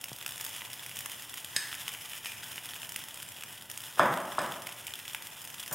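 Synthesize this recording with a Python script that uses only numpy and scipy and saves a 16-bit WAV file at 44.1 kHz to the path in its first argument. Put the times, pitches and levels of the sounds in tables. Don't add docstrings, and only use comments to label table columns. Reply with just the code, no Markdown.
import sys
import numpy as np
from scipy import signal
from scipy.fft import rfft, irfft
from scipy.io import wavfile
from scipy.ndimage import uniform_filter1d

SR = 44100
rng = np.random.default_rng(int(sys.argv[2]) if len(sys.argv) > 2 else 0)


def amp(db):
    return 10 ** (np.asarray(db, float) / 20)


def write(x):
    x = np.atleast_2d(x).T
    wavfile.write(sys.argv[1], SR, np.round(np.clip(x, -1, 1) * 32767).astype(np.int16))


N = 253134

# freq_hz [Hz], level_db [dB]
HOLLOW_SPECTRUM = [(1900, -30), (2300, -5), (2800, 2), (3250, 1.5), (3700, -7), (4200, -11.5),
                   (4800, -22.5)]
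# freq_hz [Hz], level_db [dB]
DEEP_SPECTRUM = [(400, -10), (700, -7), (900, 6), (1200, 3), (1600, 3.5), (2000, 7.5), (2500, -26)]
# freq_hz [Hz], level_db [dB]
SPRAY_SPECTRUM = [(3800, -15), (4600, -3), (5200, 0), (7000, -0.5), (9000, 0.5), (11000, 2), (13000, -1),
                  (15600, -3)]
# freq_hz [Hz], level_db [dB]
WOOD_SPECTRUM = [(41, -83), (70, -27), (137, -3), (177, -5.5), (395, -8.5), (423, -16), (596, -1),
                 (784, -5.5), (1070, -3.5), (1670, -6), (2390, -19), (3360, -19), (4200, -30), (5460, -90),
                 (9240, -120)]
# freq_hz [Hz], level_db [dB]
HUM_SPECTRUM = [(15, -28), (25, -7), (35, -4), (49, -43), (77, -5.5), (119, 3), (143, -2), (195, -7),
                (244, -7), (437, -12.5), (706, -6.5), (810, -10.5), (897, -6), (1180, -20.5), (1500, -7.5),
                (1950, -40), (3300, -120)]


def on_log(hz, table):
    f, v = np.transpose(table)
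    return np.interp(np.log(np.maximum(hz, 1)), np.log(f), v)


def along(table):
    s, *columns = np.transpose(table)
    return [np.interp(np.arange(N) / SR, s, c) for c in columns]


def through(x, response):
    return signal.fftconvolve(x, response)[:N]


def colour(table, size=4096):
    log_gain = on_log(np.arange(size // 2 + 1) * SR / size, table) * np.log(10) / 20
    cepstrum = irfft(log_gain)
    cepstrum[1:size // 2] *= 2
    cepstrum[size // 2 + 1:] = 0
    response = irfft(np.exp(rfft(cepstrum)))
    return response / np.sqrt(np.sum(response ** 2))


def strikes(s, size):
    return np.bincount(np.clip(np.asarray(s) * SR, 0, N - 1).astype(int), size, N)


def burst(push, fade_ms, rise_ms):
    t_ms = np.arange(SR // 20) * 1000 / SR
    power = np.exp(-2 * t_ms / fade_ms) * (1 - np.exp(-t_ms / rise_ms)) ** 2
    return np.sqrt(np.abs(through(push ** 2, power))) * rng.standard_normal(N)


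def walk(rate_hz):
    k = int(SR / rate_hz)
    held = np.repeat(rng.standard_normal(N // k + 1), k)
    return 1.45 * uniform_filter1d(uniform_filter1d(held, k), k)[:N]


def lone_bursts(count=200):
    # start_s [s], ring_db [dB], deep_db [dB re ring], spray_db [dB re ring]
    pops = [(0.0408, -26.5, -16, 2), (0.2623, -23.5, -11.5, 1), (0.4099, -31, -6, 8.5), (0.442, -34, -5, 5),
            (0.464, -31, -6.5, 5), (0.619, -28, -6, -8), (0.989, -27, -17, 2.5), (1.059, -28, -2, 3),
            (1.3796, -30, -13, -4), (1.4458, -30, -16, 2), (1.728, -27, -7.5, -16),
            (1.8799, -21.5, -12, -3), (2.258, -31, -2.5, -21), (2.5797, -27.5, -6, -16),
            (2.7356, -30, -8, -10), (2.9608, -25, -11.5, 4), (3.4356, -29.5, -12, 1.5),
            (3.775, -30.5, -12, 5), (3.8375, -33.5, -5.5, -1), (4.139, -31, 1, 1), (4.174, -29, -2, -3.5),
            (4.3204, -32.5, -4, -19), (4.4622, -31.5, -10, -4), (4.521, -29, -13.5, -2),
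            (4.6705, -26.5, -11, -1.5), (4.8679, -27.5, -37, 2.5), (4.9376, -25.5, -13.5, -5),
            (5.0796, -28, -14, -3.5), (5.1474, -23, -6, -3), (5.5969, -30.5, -20, 0)]
    # start_s [s], ring_db [dB]
    plops = [(0.0575, -35), (0.0831, -34.5), (0.2122, -31), (0.399, -33), (0.5827, -35), (0.6085, -32),
             (0.6115, -36), (0.6505, -32.5), (0.7943, -34), (0.9139, -34), (1.1328, -36), (1.5319, -37),
             (1.7163, -34), (1.7427, -30.5), (1.9485, -30), (2.1337, -30), (2.1439, -40), (2.2683, -32),
             (2.3193, -30), (2.4308, -35), (2.6899, -34.5), (2.831, -29), (2.848, -33), (3.4236, -31.5),
             (4.5403, -34), (4.6905, -31.5), (4.8804, -30.5), (4.9069, -35), (4.9993, -33.5), (5.0547, -34)]
    # start_s [s], ring_db [dB]
    cracks = [(0.2258, -34), (0.2782, -33), (0.291, -32), (0.3207, -33), (0.3784, -35.5), (0.5631, -33),
              (0.7384, -34.5), (0.8625, -33), (0.9689, -32.5), (1.006, -33), (1.1171, -32.5),
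              (1.3405, -31.5), (1.8168, -36), (1.8903, -33), (1.9374, -35), (2.2467, -33), (2.647, -40),
              (2.7622, -37), (2.818, -36), (2.99, -37.5), (3.0849, -34.5), (3.6221, -38), (4.62, -34),
              (4.7251, -36), (4.9896, -35), (5.222, -38), (5.4502, -35.5), (5.5421, -36), (5.628, -36),
              (5.678, -33.5),
              (0.093, -39), (0.186, -36), (0.3582, -34.5), (0.3695, -40), (0.5297, -37.5),
                    (0.5484, -40), (0.702, -40), (0.8361, -53), (0.8935, -35), (1.097, -34), (1.196, -38),
                    (1.2945, -38), (1.7963, -39), (2.0563, -37), (2.0892, -42), (2.1064, -44),
                    (2.4603, -51), (2.4828, -45), (2.5174, -34.5), (2.6571, -34.5), (3.109, -40),
                    (3.174, -36.5), (3.2006, -40), (3.2876, -35.5), (3.7401, -42), (3.8042, -37),
                    (3.9572, -39), (5.4206, -47), (5.4744, -35.5), (5.502, -40)]
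    # start_s [s], spray_db [dB]
    spits = [(0.0123, -32.5), (0.13, -30.5), (0.3078, -31), (0.4485, -24), (0.4917, -31), (0.7312, -27),
             (0.9584, -37), (1.2217, -32), (1.374, -29), (1.75, -28.5), (1.8325, -37), (2.527, -35),
             (2.5576, -30.5), (2.742, -33), (2.8916, -26), (2.9203, -27), (3.1427, -31.5), (3.223, -32),
             (3.228, -29.5), (3.699, -29), (3.7138, -28), (3.817, -34), (4.058, -34), (4.416, -31),
             (4.8748, -32), (5.1327, -29.5), (5.2699, -28), (5.4417, -33.5), (5.6002, -27.5), (5.661, -33)]
    ring_re_spray_db, deep_re_spray_db = -7, -15.5
    rows = pops + [(s, db, -10.5, -6) for s, db in plops]
    rows = rows + [(s, db, -8.5, 3.7) for s, db in cracks]
    rows = rows + [(s, db + ring_re_spray_db, deep_re_spray_db - ring_re_spray_db, -ring_re_spray_db)
                   for s, db in spits]
    when = rng.random(count) * N / SR
    scatter_db = 3.5 * rng.standard_normal((count, 3))
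    ticks = np.column_stack([when, scatter_db + [-42, -12, -.6]])
    s, ring_db, deep_db, spray_db = np.vstack([rows, ticks]).T
    ring = strikes(s, -amp(ring_db - 0.7))
    deep = strikes(s, -amp(ring_db + deep_db + 2.5))
    spray = strikes(s, amp(ring_db + spray_db - 2.5))
    return ring, deep, spray


def bubbles(ring, deep, spray):
    full = rng.random(N) < .5
    hollow = 0
    for share, pitch in ((full, 1.06), (~full, .92)):
        push = 4.5 * ring * share + .4 * burst(ring * share, 1.8, .2)
        hollow = hollow + through(push, colour(np.array(HOLLOW_SPECTRUM) * [pitch, 1]))
    low = through(3.23 * deep + .5 * burst(deep, 2.5, 0.18), colour(DEEP_SPECTRUM))
    spray = np.roll(spray, 16)
    droplets = 2 * np.roll(spray, 30) + burst(spray, 1.8, .25) + .2 * burst(spray, 8, .25)
    return hollow + low + through(droplets, colour(SPRAY_SPECTRUM))


def sizzle(count=3800):
    # time_s [s], level_db [dB]
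    boiling = [(0.0, -52.5), (0.27, -51), (0.43, -47.5), (0.7, -47.5), (1.65, -47), (1.77, -46.5),
               (2.38, -46.5), (2.84, -48), (2.97, -50.5), (3.56, -49.5), (3.69, -53.5), (3.88, -47),
               (4.28, -49), (5.1, -49.5), (5.28, -50), (5.74, -50.5)]
    lone = bubbles(*lone_bursts())
    t = np.arange(N) / SR
    spray_db = along(boiling)[0]
    ring_db = spray_db + 2.5 - 0.3 * t
    deep_db = spray_db - 5.5 + 0.37 * t
    cluster = amp(0.4 * walk(14) + 2.1 * walk(70))
    u = rng.random((count, 5)).T
    size = amp(np.minimum(-3.0 * np.log(u[1]), 7.0))
    small = [strikes(u[0] * N / SR, size * amp(6.4 * (u[k] - 1.0))) * cluster for k in (2, 3, 4)]
    bed = bubbles(small[0] * amp(ring_db - 3.5), small[1] * amp(deep_db - 19.0),
                  small[2] * amp(spray_db - 2.5))
    fry = lone + bed
    for spectrum, hiss_db in ((HOLLOW_SPECTRUM, ring_db - 12), (DEEP_SPECTRUM, deep_db - 5.5),
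                              (SPRAY_SPECTRUM, spray_db - 5.5)):
        fry = fry + through(rng.standard_normal(N), colour(spectrum)) * cluster * amp(hiss_db)
    lag = SR / 1744
    return fry + 0.2 * np.interp(np.arange(N) - lag, np.arange(N), fry, left=0)


def knocks():
    # start_s [s], level_db [dB], panel_hz [Hz], room_send_db [dB]
    blows = [
        (3.972, -35.5, 1240, -2.5),
        (3.9944, -5.5, 1190, -16.5),
        (4.382, -15.5, 1110, -16),
        (5.709, -42.5, 141, 3),
        (5.7267, -36, 1280, -7),
    ]
    near, far, t = 0, 0, np.arange(SR // 20) / SR
    box = amp(-14) * np.sin(2 * np.pi * 662 * t) * t / .006 * np.exp(1 - t / .006)
    for s, db, panel_hz, send_db in blows:
        turns = t * panel_hz
        swing = -np.sin(2 * np.pi * turns) * np.exp(-((turns - 2.1) / 1.1) ** 2)
        push = strikes([s], [amp(db)])
        body = through(push, colour(WOOD_SPECTRUM))
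        near = near + through(push, swing + box) + amp(4) * np.roll(body, 60)
        far = far + body * amp(send_db + 32.5)
    return near, far


def clinks():
    # start_s [s], level_db [dB], bowl_hz [Hz], bowl_db [dB re the rest], room_send_db [dB]
    blows = [
        (1.5631, -14, 1758, -2.5, -18.5),
        (2.2573, -31, 2520, 2.5, -15.5),
        (2.4325, -39, 1540, 6.5, -21),
        (3.9942, -28, 3315, 9.5, -14),
        (4.3882, -29.5, 8200, -2, -17),
    ]
    # freq_hz [Hz], level_db [dB]
    steel_modes = [(1950, -4), (3800, -1.5), (4377, -4), (5030, 3.5), (5350, -22), (6480, -0.5), (6940, -5),
                   (8190, -2), (8480, -1), (10900, -5)]
    near, far, t = 0, 0, np.arange(SR // 8) / SR
    hz, mode_db = np.transpose(steel_modes)[:, :, None]
    steel_fade, bowl_fade = 1000 ** (-t / .028), 1000 ** (-t / .05)
    contact = 1 - np.exp(-(t / .0004) ** 2)
    crack_colour = colour(SPRAY_SPECTRUM) + amp(4) * colour(HOLLOW_SPECTRUM)
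    for s, db, bowl_hz, bowl_db, send_db in blows:
        steel = amp(mode_db + rng.standard_normal(hz.shape)) * np.sin(2 * np.pi * hz * t)
        steel = steel.sum(axis=0) * steel_fade
        cluster = sum(np.sin(2 * np.pi * bowl_hz * split * t) for split in (.97, 1, 1.03))
        bowl = amp(bowl_db) * cluster / 2 * bowl_fade
        push = strikes([s], [amp(db)])
        crack = amp(-12.5) * through(burst(push, 2.9, 0.86), crack_colour)
        thud = through(push, colour(WOOD_SPECTRUM))
        near = near + thud + crack + through(push, amp(-8.5) * (steel + bowl) * contact)
        heard = amp(-6) * contact * (steel * np.exp(-t / .005) + bowl)
        far = far + amp(send_db + 16) * (crack + through(push, heard))
    return near, far


def cutlery():
    # freq_hz [Hz], width_hz [Hz], level_db [dB]
    spoon_modes = [(6770, 110, -5), (8160, 89, -3), (9350, 97, -4), (10770, 87, -6), (11100, 76, -9),
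                   (11500, 120, -10), (12000, 89, -7), (13600, 91, -6), (14500, 85, 4), (15300, 67, -6)]
    t = np.arange(SR // 8) / SR
    hz, _, mode_db = np.transpose(spoon_modes)[:, :, None]
    modes = amp(mode_db - mode_db.max()) * np.sin(2 * np.pi * (hz * t + rng.random(hz.shape)))
    ring = np.sum(modes, axis=0) * 1000 ** (-t / 0.099) * np.minimum(t / .0015, 1)
    push = strikes([5.7255], [amp(-30)])
    rattle = amp(-4) * through(burst(push, 17.0, 0.54), colour(SPRAY_SPECTRUM))
    return through(push, ring) + rattle


def bump():
    t = np.arange(SR // 10) / SR
    push = np.sin(np.pi * np.minimum(t / .0008, 1))
    wobble = -.4 * np.sin(2 * np.pi * 126 * t) * np.exp(-t / .012)
    return through(strikes([.1171], [amp(-31.5)]), push + wobble)


def burner():
    rumble = through(rng.standard_normal(N), colour(HUM_SPECTRUM, size=16384))
    return rumble * amp(-57 + 0.31 * walk(4.53))


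def kitchen(gap_ms=3.0):
    # freq_hz [Hz], t60_s [s]
    room_t60 = [(100, 0.56), (300, 1.0), (1000, 1), (2500, 0.68), (6000, 0.33), (14000, 0.75)]
    t, out = np.arange(int(1.2 * SR)) / SR, 0
    for hz in 60 * 2 ** np.arange(9.):
        edges_hz = [hz / np.sqrt(2), min(hz * np.sqrt(2), SR / 2.1)]
        band = signal.butter(2, edges_hz, "bandpass", fs=SR, output="sos")
        noise = signal.sosfilt(band, rng.standard_normal(len(t)))
        out = out + noise * 1000 ** (-t / on_log(hz, room_t60))
    out = out * (1 - np.exp(-t * 1000 / gap_ms))
    return out / np.sqrt(np.sum(out ** 2))


def scene():
    fry = sizzle()
    wood, wood_far = knocks()
    steel, steel_far = clinks()
    room = through(amp(-8.0) * fry + wood_far + steel_far, kitchen())
    mono = fry + wood + steel + room + burner() + bump() + cutlery()
    return np.array([mono, mono])


def roll_off(x):
    return signal.sosfilt(signal.butter(12, 17020, fs=SR, output="sos"), x)


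def record(dry):
    dry = signal.sosfilt(signal.butter(1, 60, "highpass", fs=SR, output="sos"), dry)
    patches = np.repeat(rng.random(N // 1024 + 1) < .2, 1024)[:N]
    apart = uniform_filter1d(patches * 1., 300)
    hiss_colour = colour(SPRAY_SPECTRUM) + .15 * colour(HOLLOW_SPECTRUM) + .55 * colour(WOOD_SPECTRUM)
    treble = through(rng.standard_normal(N), hiss_colour) * apart * amp(-52.5)
    bass = through(rng.standard_normal(N), colour(HUM_SPECTRUM)) * amp(-80)
    quiet = uniform_filter1d(dry[0] ** 2, 1024) < amp(-66)
    side = (treble + bass) * uniform_filter1d(quiet * 1., 200)
    dry = dry + side * np.array([[1], [-1]])
    mix = signal.sosfilt(signal.ellip(10, .3, 50, 15800, fs=SR, output="sos"), dry)
    return roll_off(mix)


dry = scene()
out = record(dry)
write(out)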